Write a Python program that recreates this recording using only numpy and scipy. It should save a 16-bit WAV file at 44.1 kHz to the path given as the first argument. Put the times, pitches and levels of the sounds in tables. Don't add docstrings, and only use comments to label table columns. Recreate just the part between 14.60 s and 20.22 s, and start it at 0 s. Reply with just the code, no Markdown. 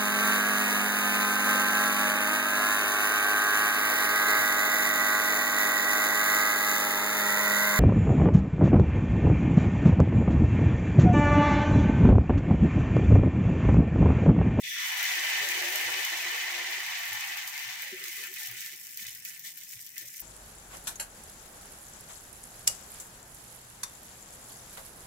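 import sys
import numpy as np
from scipy import signal
from scipy.fft import rfft, irfft, next_fast_len
from scipy.io import wavfile

SR = 44100
rng = np.random.default_rng(int(sys.argv[2]) if len(sys.argv) > 2 else 0)


def inscribe(sig):
    pcm = np.round(np.clip(np.atleast_2d(sig).T, -1, 1) * 32767)
    wavfile.write(sys.argv[1], SR, pcm.astype(np.int16))


N = 247842
T = np.arange(N) / SR


# [f/Hz, gain/dB]
KITCHEN_COLOUR = [(20, -31), (45, -5), (70, -5), (90, -4.5), (118, 6), (145, 1.5), (167, 8), (190, 2),
                  (300, -3), (600, -9.5), (1200, -10.5), (3000, -30)]

# [t/s, level/dB]
BOIL_LEVEL = [(0.03, -50), (0.04, -37), (0.1, -40), (0.2, -34.5), (0.36, -33.5), (0.44, -30.5),
              (1.1, -32.5), (2.2, -35.5), (2.8, -38), (2.91, -42.5), (2.97, -40), (3.46, -45), (3.54, -44),
              (3.66, -42), (3.71, -50.5), (3.77, -45), (4.09, -46.5), (4.17, -53.5), (5.62, -63)]
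# [t/s, factor on bubbles per second]
CROWDING = [(0.3, 1.15), (2.2, 0.8), (3.6, 0.44), (4.3, 0.23)]
# [start t/s, length/s, swell of boiling/dB, swell of spray/dB, swell of fizz/dB]
PUFFS = [(2.957, 0.18, 0.5, 1, 1), (3.082, 0.18, 2, 1.5, -0.5), (3.428, 0.24, 0.5, 0.5, 3),
         (3.757, 0.11, 1.5, 4, 3.5), (3.96, 0.082, 0.5, 3.5, 1), (4.383, 0.13, 4, 11.5, 3.5),
         (4.637, 0.13, 5, 5.5, 2.5), (4.832, 0.069, 6.5, 13, 4), (4.961, 0.064, 4.5, 9.5, 2.5),
         (5.083, 0.2, 2, 5.5, 4), (5.353, 0.13, 7.5, 9, 5), (5.5, 0.096, 5, 7, 8.5)]
# [f/Hz, gain/dB]
SIZZLE_COLOUR = [(800, -30), (1300, -18), (1550, -5.5), (1900, 2), (2400, 1), (2680, -1.5), (3000, -4),
                 (3600, -11), (5000, -11), (9000, -51.5)]
# [f/Hz, gain/dB]
SPRAY_COLOUR = [(1500, -27), (2400, -21), (3400, 6), (4000, 3.5), (4900, -1.5), (5900, 2), (7000, -2),
                (9000, -12), (13000, -50.5)]
# [f/Hz, width/Hz, lift on the left/dB, lift on the right/dB]
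IRON_RINGING = [(1387, 16, 9, 5), (1782, 20, 14, 3), (1965, 70, 1, 1), (2040, 55, 3.5, 4),
                (2277, 16, 12, 6), (2530, 70, 6, 4), (2960, 160, 2, 2), (3004, 24, 12, 12),
                (4570, 50, 6, 4), (5735, 40, 6, 2), (6490, 40, 6, 1)]

# [t/s, level/dB]
FROTH_LEVEL = [(0.11, -52), (0.18, -43), (1.1, -43.5), (2.7, -46), (3.12, -53.5), (3.36, -69.5),
               (3.58, -66), (3.88, -72), (4.1, -74.5), (5.62, -84)]
# [f/Hz, gain/dB]
MIDDLING_COLOUR = [(350, -10.5), (480, 4.5), (575, -3), (660, -3), (735, 3), (950, 3), (1150, 0),
                   (1400, -4.5), (1650, -0.5), (2400, -35)]

# [t/s, level/dB]
FIZZ_LEVEL = [(0.03, -49.5), (0.042, -46), (0.45, -41.5), (1.25, -41.5), (2.0, -46), (2.6, -46.5),
              (3.35, -48.5), (4.3, -48), (5.62, -54.5)]
# [f/Hz, gain/dB]
FIZZ_COLOUR = [(1100, -51), (2000, -65), (3600, -21.5), (5200, 0), (6800, 1), (8000, 1), (10200, -3),
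               (12500, 2.5), (14000, 3), (15500, 1)]

# [f/Hz, width setting/Hz, level/dB, rise/s, fall/s]
SINGING = [(3424, 330, -42.5, 0.0051, 0.36), (5750, 420, -45, 0.11, .16), (5900, 230, -47, 0.072, 1.9)]

# [t/s, level/dB, left-right/dB, weight of mid-range/dB]
SPITS = [(0.0375, -52, -8, 4), (0.375, -30, 4, -12), (0.4283, -20, 4, -13), (0.8871, -24.5, -1, 5),
         (1.1238, -24, -4, -2), (1.157, -20, -6, -2), (1.4492, -21.5, -4, 0.5), (1.5723, -30, 2, 4),
         (2.391, -30, -1, -5), (2.4543, -28, 0, -5), (2.53, -26.5, 0, -3), (2.607, -31, 0, 4),
         (2.772, -30, 4, -5), (2.875, -25.5, -3, 0.5), (2.9773, -33, -2, 5), (3.2207, -25.5, 0, -2),
         (3.439, -28, -5, 2), (3.481, -29.5, -6, 3), (3.5657, -30, 0, -11), (3.6719, -34, 4, -6),
         (3.7395, -30, -6, -2), (3.7947, -31, -6, -4), (3.8323, -30.5, -9, -1), (3.8712, -27, 4, -4),
         (3.9129, -31, 5, -13), (4.006, -29, -4, 0.5), (4.0466, -31, 1.5, -9), (4.061, -27, -3, -1),
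         (4.3725, -26, 0, -1), (4.4673, -30.5, -3, 1), (4.549, -34, 1, -1), (4.6503, -25.5, -3, -2),
         (4.794, -31, 1, -6), (4.8776, -38, 10, 3), (4.974, -32, 3, -12), (5.034, -34, 3, -2),
         (5.1102, -35, 8, -3), (5.264, -35, 10, -4), (5.3792, -24, 2, -1.5), (5.602, -26, 8, -23)]
# [f/Hz, gain/dB]
SNAP_COLOUR = [(1000, -39), (4000, -50), (7000, -26), (10000, -2.5), (13500, 12), (16000, 7)]
# [f/Hz, gain/dB]
SPIT_BODY_COLOUR = [(1000, -24), (2500, -1), (6500, 9), (10000, 0.5), (16000, -28)]

# [start t/s, length before the fall/s, level/dB]
GURGLES = [(0.487, 0.31, -66), (0.78, 0.24, -59), (0.93, 0.466, -59), (1.485, 0.27, -63),
           (1.8, 0.37, -65.5)]
# [f/Hz, gain/dB]
BIG_COLOUR = [(170, -21), (270, -15), (305, -5), (352, 3.5), (430, 4), (500, -6), (620, -16), (850, -19)]
# [start t/s, length/s, peak level/dB, middle f/Hz]
BLUBS = [(0.55, 0.081, -57, 343), (0.625, 0.066, -55, 629), (0.705, 0.07, -59, 343),
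         (0.805, 0.077, -52, 433), (0.815, 0.093, -49.5, 578), (0.85, 0.1, -57, 345),
         (0.935, 0.06, -55, 355), (1.005, 0.065, -48.5, 356), (1.01, 0.095, -51, 586),
         (1.045, 0.076, -45.5, 353), (1.12, 0.077, -49.5, 620), (1.145, 0.11, -56, 342),
         (1.25, 0.075, -51, 347), (1.26, 0.068, -53, 491), (1.35, 0.062, -52, 367),
         (1.505, 0.075, -56, 349), (1.635, 0.08, -54.5, 351), (1.715, 0.1, -57, 488),
         (1.805, 0.071, -59.5, 358), (1.895, 0.12, -55, 351), (1.95, 0.1, -56.5, 484),
         (1.985, 0.064, -54, 345), (2.055, 0.069, -57, 356), (2.145, 0.09, -60, 364),
         (2.49, 0.06, -62.5, 362), (2.68, 0.057, -62, 357)]

# [start t/s, peak level/dB, f/Hz, half the rise time/s]
PLOPS = [(0.794, -58, 117, 0.012), (1.246, -55.5, 114, 0.013), (2.48, -58, 113, 0.024),
         (3.049, -61, 124, 0.014), (3.318, -40, 379, 0.0097), (3.322, -49, 224, 0.0035),
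         (3.873, -56, 120, 0.02), (4.398, -71, 131, 0.011), (5.139, -61, 115, 0.013),
         (5.414, -60, 122, 0.016)]

# [centre t/s, level/dB, length/s]
BUMPS = [(1.295, -66, 0.12), (2.53, -65, 0.1), (3.922, -68, 0.13), (4.514, -68, 0.23), (5.17, -62, 0.046),
         (5.447, -72, 0.089)]
# [f/Hz, gain/dB]
BUMP_COLOUR = [(20, -18), (60, -12.0), (130, -7), (220, -32), (500, -46)]

# [start t/s, length/s, level/dB, first f/Hz, last f/Hz]
GLUGS = [(3.11, 0.1, -56.5, 931, 940), (3.18, 0.22, -65.5, 551, 540), (3.21, 0.099, -59.5, 827, 840),
         (3.33, 0.11, -65.5, 533, 513), (3.37, 0.14, -60.5, 1380, 1110), (3.377, 0.137, -60, 410, 340),
         (3.485, .07, -69, 863, 1000), (3.55, 0.086, -64, 1226, 1130), (3.565, .1, -61, 411, 350),
         (3.58, 0.087, -64, 498, 550), (3.605, 0.075, -62, 955, 940), (3.62, 0.074, -56, 1415, 1350),
         (3.665, 0.084, -60.5, 394, 350), (3.78, 0.085, -61, 916, 825), (3.78, 0.22, -67, 755, 777),
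         (3.87, .08, -66, 1200, 1190), (3.905, 0.077, -67, 367, 384), (4.11, 0.057, -67, 440, 290),
         (4.39, .06, -65, 232, 180), (5.4, 0.053, -66, 370, 340), (5.4, 0.074, -69.5, 590, 544)]

# [f/Hz, likeness 0-1]
CHANNEL_LIKENESS = [(60, 1), (200, 0.95), (400, 0.64), (700, 0.8), (850, 0.41), (1600, 0.45), (1780, 0),
                    (2000, 0.85), (2300, 0), (2600, 0.1), (3000, 0.13), (3300, 0), (6000, 0)]
# [f/Hz, phase/radians]
LEFT_LEAD = [(200, 0.11), (600, 0.2), (720, -0.24), (900, -1.45), (1200, -0.68), (1500, -0.63),
             (2000, 0.32), (2300, -0.24), (3000, -0.26)]
# [f/Hz, left-right/dB]
LEFT_RIGHT_COLOUR = [(60, 2), (110, 0.5), (380, 1), (580, -5), (760, 1.5), (980, -2.5), (1400, -3.5),
                     (2380, 0.5), (5000, -0.5), (7400, 3), (10000, -2.5), (12000, 0), (15000, 5)]

PUFF_RISE_S, PUFF_FALL_S = 0.014, 0.035
FROTH_PUFF = 0.96
SPRAY_DB, SPRAY_FOLLOW = -10, 0.95
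SING_START_S, SING_HOLD_S = 0.028, 0.14
GURGLE_RISE_S, GURGLE_FALL_S = 0.053, 0.067
GLUG_NARROWNESS = 5.5
DROP_HZ, POOL_HZ, SPREAD_S = 1930, 716, 0.19
LIFT_DB = -47
ROOM_T60_S, ROOM_DB = 0.11, -4
EDGE_HZ = 15760


def amp(db):
    return 10 ** (np.asarray(db) / 20)


def evened(x):
    return x / np.sqrt(np.mean(x.mean(0) ** 2) + 1e-20)


def read(points, hz):
    f, value = np.transpose(points)
    return np.interp(np.log(hz + 1), np.log(f + 1), value)


def level(rows):
    return amp(np.interp(T, *np.transpose(rows)))


def add(mix, s, sound):
    start = max(round(s * SR), 0)
    part = mix[:, start:][:, :sound.shape[-1]]
    part += sound[..., :part.shape[1]]


def drift(per_s):
    knots = np.arange(0, T[-1] + 1, 1 / (2 * per_s))
    x = np.interp(T, knots, np.tanh(rng.standard_normal(len(knots))))
    return x / x.std()


def envelope(s, length, rise_s, fall_s):
    rise = np.clip((T - s) / rise_s, 0, 1)
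    fall = np.clip(1 - (T - s - length) / fall_s, 0, 1)
    return rise * fall


def colour(x, points, modes=(), size=8192):
    hz = np.fft.rfftfreq(size, 1 / SR)
    power = np.ones((2, len(hz)))
    for centre, width, *lift_db in modes:
        lift = amp(np.maximum(lift_db, 0))[:, None] ** 2 - 1
        power += lift / (1 + (2 * (hz - centre) / width) ** 2)
    log_gain = np.log(amp(read(points, hz)) * np.sqrt(power))
    mirrored = np.hstack([log_gain, log_gain[:, -2:0:-1]])
    causal = np.exp(np.conj(signal.hilbert(mirrored)))
    response = np.fft.ifft(causal).real[:, :size // 2]
    return signal.oaconvolve(x, response, axes=1)[:, :N]


def ports(x):
    size = next_fast_len(N, True)
    (a, b), hz = rfft(x, size), np.fft.rfftfreq(size, 1 / SR)
    same = np.clip(read(CHANNEL_LIKENESS, hz), 0, 1)
    left = same * a + np.sqrt(1 - same ** 2) * b
    left = left * np.exp(1j * read(LEFT_LEAD, hz))
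    return irfft(np.array([left, a]), size)[:, :N]


def room(x):
    t = T[:SR // 2]
    tail = rng.standard_normal((2, len(t))) * amp(-60 * t / ROOM_T60_S)
    tail *= t > 0.002
    tail /= np.linalg.norm(tail, axis=1, keepdims=True)
    return x + amp(ROOM_DB) * signal.oaconvolve(x, tail, axes=1)[:, :N]


def clicks(per_s, spread_db):
    crowd = np.interp(T, *np.transpose(CROWDING))
    size = amp(spread_db * np.minimum(rng.exponential(1, (2, N)), 5))
    chance = rng.uniform(-1, 1, (2, N))
    happens = abs(chance) < crowd * per_s / SR
    return size / np.sqrt(crowd) * np.sign(chance) * happens


def bursts(per_s, spread_db, clump_db, clumps_per_s, count=3):
    out = 0
    for _ in range(count):
        spot = clicks(per_s / count, spread_db) * amp(clump_db * drift(clumps_per_s))
        out = out + room(spot)
    return ports(out)


def ringing(low_hz, high_hz, per_s, cycles, spread_db, count=24):
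    hits, which, out = clicks(per_s, spread_db), rng.integers(0, count, (2, N)), 0
    for k, hz in enumerate(np.geomspace(low_hz, high_hz, count)):
        turn = 2 * np.pi * hz / SR
        r = np.exp(-hz / cycles / SR)
        resonance = [1, -2 * r * np.cos(turn), r * r]
        ring = signal.lfilter([np.sqrt(1 - r)], resonance, hits * (which == k))
        out = out + ring * np.sin(turn)
    return ports(out)


def spatters(per_s, spread_db, decay_s):
    fade = np.exp(-2 / (decay_s * SR))
    energy = signal.lfilter([1], [1, -fade], clicks(per_s, spread_db)[0] ** 2)
    return np.sqrt(energy) * rng.laplace(size=(2, N))


def whistle(hz, width_hz):
    r = np.exp(-np.pi * width_hz / SR)
    warm_up = SR // 10
    a, b = rng.standard_normal((2, 2, len(hz) + warm_up))
    flutter = signal.lfilter([1], [1, -2 * r, r * r], a + 1j * b)[:, warm_up:]
    x = (flutter * np.exp(2j * np.pi * np.cumsum(hz) / SR)).real
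    return x / x.std(1, keepdims=True)


def puffing():
    swells_db = 0
    for s, length, *swell_db in PUFFS:
        swells_db = swells_db + np.outer(swell_db, envelope(s, length, PUFF_RISE_S, PUFF_FALL_S))
    return amp(swells_db)


def spurting(per_s=13, fresh_db=1.5, set_db=6.0, length_s=0.013, count=120):
    gaps, sizes = rng.uniform(0.2, 1.8, (2, count))
    rim_set_s = CROWDING[-1][0]
    out = np.zeros((1, N))
    for s, size in zip(np.cumsum(gaps) / per_s, sizes):
        swell_db = np.sqrt(size) * (set_db if s > rim_set_s else fresh_db)
        add(out, s, swell_db * np.hanning(round(2 * length_s * SR)))
    return amp(out[0])


def gurgling():
    power = 0
    for s, length, db in GURGLES:
        power = power + (amp(db) * envelope(s, length, GURGLE_RISE_S, GURGLE_FALL_S)) ** 2
    return np.sqrt(power)


def under_pool(x, steepness=16):
    hz, t, z = signal.stft(x, SR, nperseg=512, noverlap=384)
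    lowest_hz = POOL_HZ + (DROP_HZ - POOL_HZ) * np.exp(-(T / SPREAD_S) ** 2)
    lowest_hz = lowest_hz / (1 + gurgling() / amp(LIFT_DB))
    z = z / np.sqrt(1 + (np.interp(t, T, lowest_hz) / (hz[:, None] + 1)) ** steepness)
    return signal.istft(z, SR, nperseg=512, noverlap=384)[1][:, :N]


def kitchen():
    noise = ports(rng.standard_normal((2, N)))
    return amp(-72.0) * evened(colour(noise, KITCHEN_COLOUR))


def sizzle(single_db=-6, common_db=-8, crackle_db=-9):
    pops = bursts(per_s=2400, spread_db=2.5, clump_db=2.0, clumps_per_s=60)
    pops = evened(colour(pops, SIZZLE_COLOUR, IRON_RINGING))
    singles = ringing(low_hz=1400.0, high_hz=3689, per_s=150, cycles=41.0, spread_db=1.0)
    singles = evened(colour(singles, SIZZLE_COLOUR, IRON_RINGING))
    common = evened(ringing(low_hz=1883, high_hz=2121, per_s=130, cycles=21.0, spread_db=0.5))
    bubbles = evened(pops + amp(single_db) * singles + amp(common_db) * common)

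    mist = evened(bursts(per_s=3000, spread_db=-0.5, clump_db=3.5, clumps_per_s=44))
    crackle = evened(spatters(per_s=300, spread_db=0.0, decay_s=0.0013))
    spray = evened(colour(mist + amp(crackle_db) * crackle, SPRAY_COLOUR, IRON_RINGING))

    surge, (boil_puff, spray_puff, _) = spurting(), puffing()
    boil_level = level(BOIL_LEVEL)
    boil = amp(-2.0) * surge * boil_puff * boil_level * bubbles
    spray_level = amp(SPRAY_DB) * boil_level ** SPRAY_FOLLOW
    return boil + spray_level * np.sqrt(surge) * spray_puff * spray


def bubbling(single_db=-3):
    froth = bursts(per_s=900, spread_db=2.5, clump_db=3.0, clumps_per_s=17)
    froth = evened(colour(froth, MIDDLING_COLOUR, IRON_RINGING))
    singles = ringing(low_hz=477.6, high_hz=1445.0, per_s=130, cycles=47.0, spread_db=0.2)
    singles = evened(colour(singles, MIDDLING_COLOUR))
    swell = puffing()[0] ** FROTH_PUFF
    return amp(-2.5) * level(FROTH_LEVEL) * swell * evened(froth + amp(single_db) * singles)


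def fizz(crackle_db=-12, crackle_pan_db=-6, pips_db=-8, spatter_db=-3):
    pops = evened(bursts(per_s=4200, spread_db=3.0, clump_db=4.0, clumps_per_s=28))
    pan = amp([[crackle_pan_db / 2], [-crackle_pan_db / 2]])
    near = pan * evened(clicks(per_s=270, spread_db=0.0))
    pips = evened(ringing(low_hz=5220, high_hz=15220, per_s=600, cycles=60, spread_db=1.0))
    oil = evened(spatters(per_s=330, spread_db=0.4, decay_s=0.0016))
    mix = pops + amp(crackle_db) * near + amp(pips_db) * pips + amp(spatter_db) * oil
    return amp(1.16) * level(FIZZ_LEVEL) * puffing()[2] * evened(colour(mix, FIZZ_COLOUR))


def singing():
    out = 0
    for hz, width, db, rise, fall in SINGING:
        tone = whistle(np.full(N, hz), width)
        out = out + amp(db) * tone * envelope(SING_START_S, SING_HOLD_S, rise, fall)
    return out


def spits(crack_db=7, spatter_db=-14.5, steam_db=-20):
    snap_s, steam_s = 0.0018, 0.04
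    snap, body, t = np.zeros((2, N)), np.zeros((2, N)), T[:SR // 5]
    for s, db, pan_db, body_db in SPITS:
        fade = amp(spatter_db) * np.exp(-t / snap_s) + amp(steam_db) * np.exp(-t / steam_s)
        spit = fade * rng.laplace(size=(2, len(t))) / np.sqrt(2)
        spit[[0, 1], rng.integers(0, SR // 700, 2)] += amp(crack_db)
        spit *= amp([[db + pan_db / 2], [db - pan_db / 2]])
        add(snap, s, spit)
        add(body, s + snap_s / 2, amp(body_db) * spit)
    return colour(snap, SNAP_COLOUR) + colour(body, SPIT_BODY_COLOUR)


def blubbering():
    big = bursts(per_s=360, spread_db=2.5, clump_db=1.5, clumps_per_s=13)
    return amp(3.5) * gurgling() * evened(colour(big, BIG_COLOUR))


def blubs(glide=0.059):
    out = np.zeros((2, N))
    for s, length, db, hz in BLUBS:
        u = np.linspace(0, 1, round(length * SR))
        start_turn = rng.random() + rng.uniform(-0.08, 0.071, (2, 1))
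        turns = np.cumsum(hz * (1 + glide * (u - 0.5))) / SR + start_turn
        add(out, s, amp(db) * np.sin(np.pi * u) * np.sin(2 * np.pi * turns))
    return out


def plops(sag=0.056):
    out, t = np.zeros((2, N)), T[:SR // 3]
    for s, db, hz, half_rise in PLOPS:
        u = t / (2 * half_rise)
        turns = np.cumsum(hz * (1 + sag * np.exp(-u) - sag / 2)) / SR
        swell = (u * np.exp(1 - u)) ** 3
        add(out, s, amp(db) * swell * np.sin(2 * np.pi * turns))
    return out


def bumps():
    swell = sum(amp(db) * np.exp(-(2 * (T - s) / length) ** 2) for s, db, length in BUMPS)
    noise = ports(rng.standard_normal((2, N)))
    return swell * evened(colour(noise, BUMP_COLOUR))


def glugs():
    out, t = np.zeros((2, N)), T[:SR // 4]
    for s, length, db, first_hz, last_hz in GLUGS:
        u = np.minimum(t / length, 1)
        arch = np.sin(np.pi * u)
        pitch_hz = first_hz + (last_hz - first_hz) * u
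        glug = arch * whistle(pitch_hz, first_hz / GLUG_NARROWNESS)
        glug *= np.sqrt(np.mean(arch ** 2)) / glug.std(1, keepdims=True)
        add(out, s, amp(db) * glug)
    return ports(out)


def scene():
    boiling = under_pool(sizzle() + bubbling())
    high = fizz() + singing() + spits()
    low = blubbering() + blubs() + plops() + bumps() + glugs()
    return kitchen() + boiling + high + low


def record(dry):
    lean_db = read(LEFT_RIGHT_COLOUR, np.fft.rfftfreq(N, 1 / SR))
    heard = irfft(rfft(dry) * amp([lean_db / 2, -lean_db / 2]), N)
    low_pass = signal.firwin(301, EDGE_HZ, window=("kaiser", 9), fs=SR)
    return signal.oaconvolve(heard, low_pass[None], "same")


dry = scene()
out = record(dry)
inscribe(out)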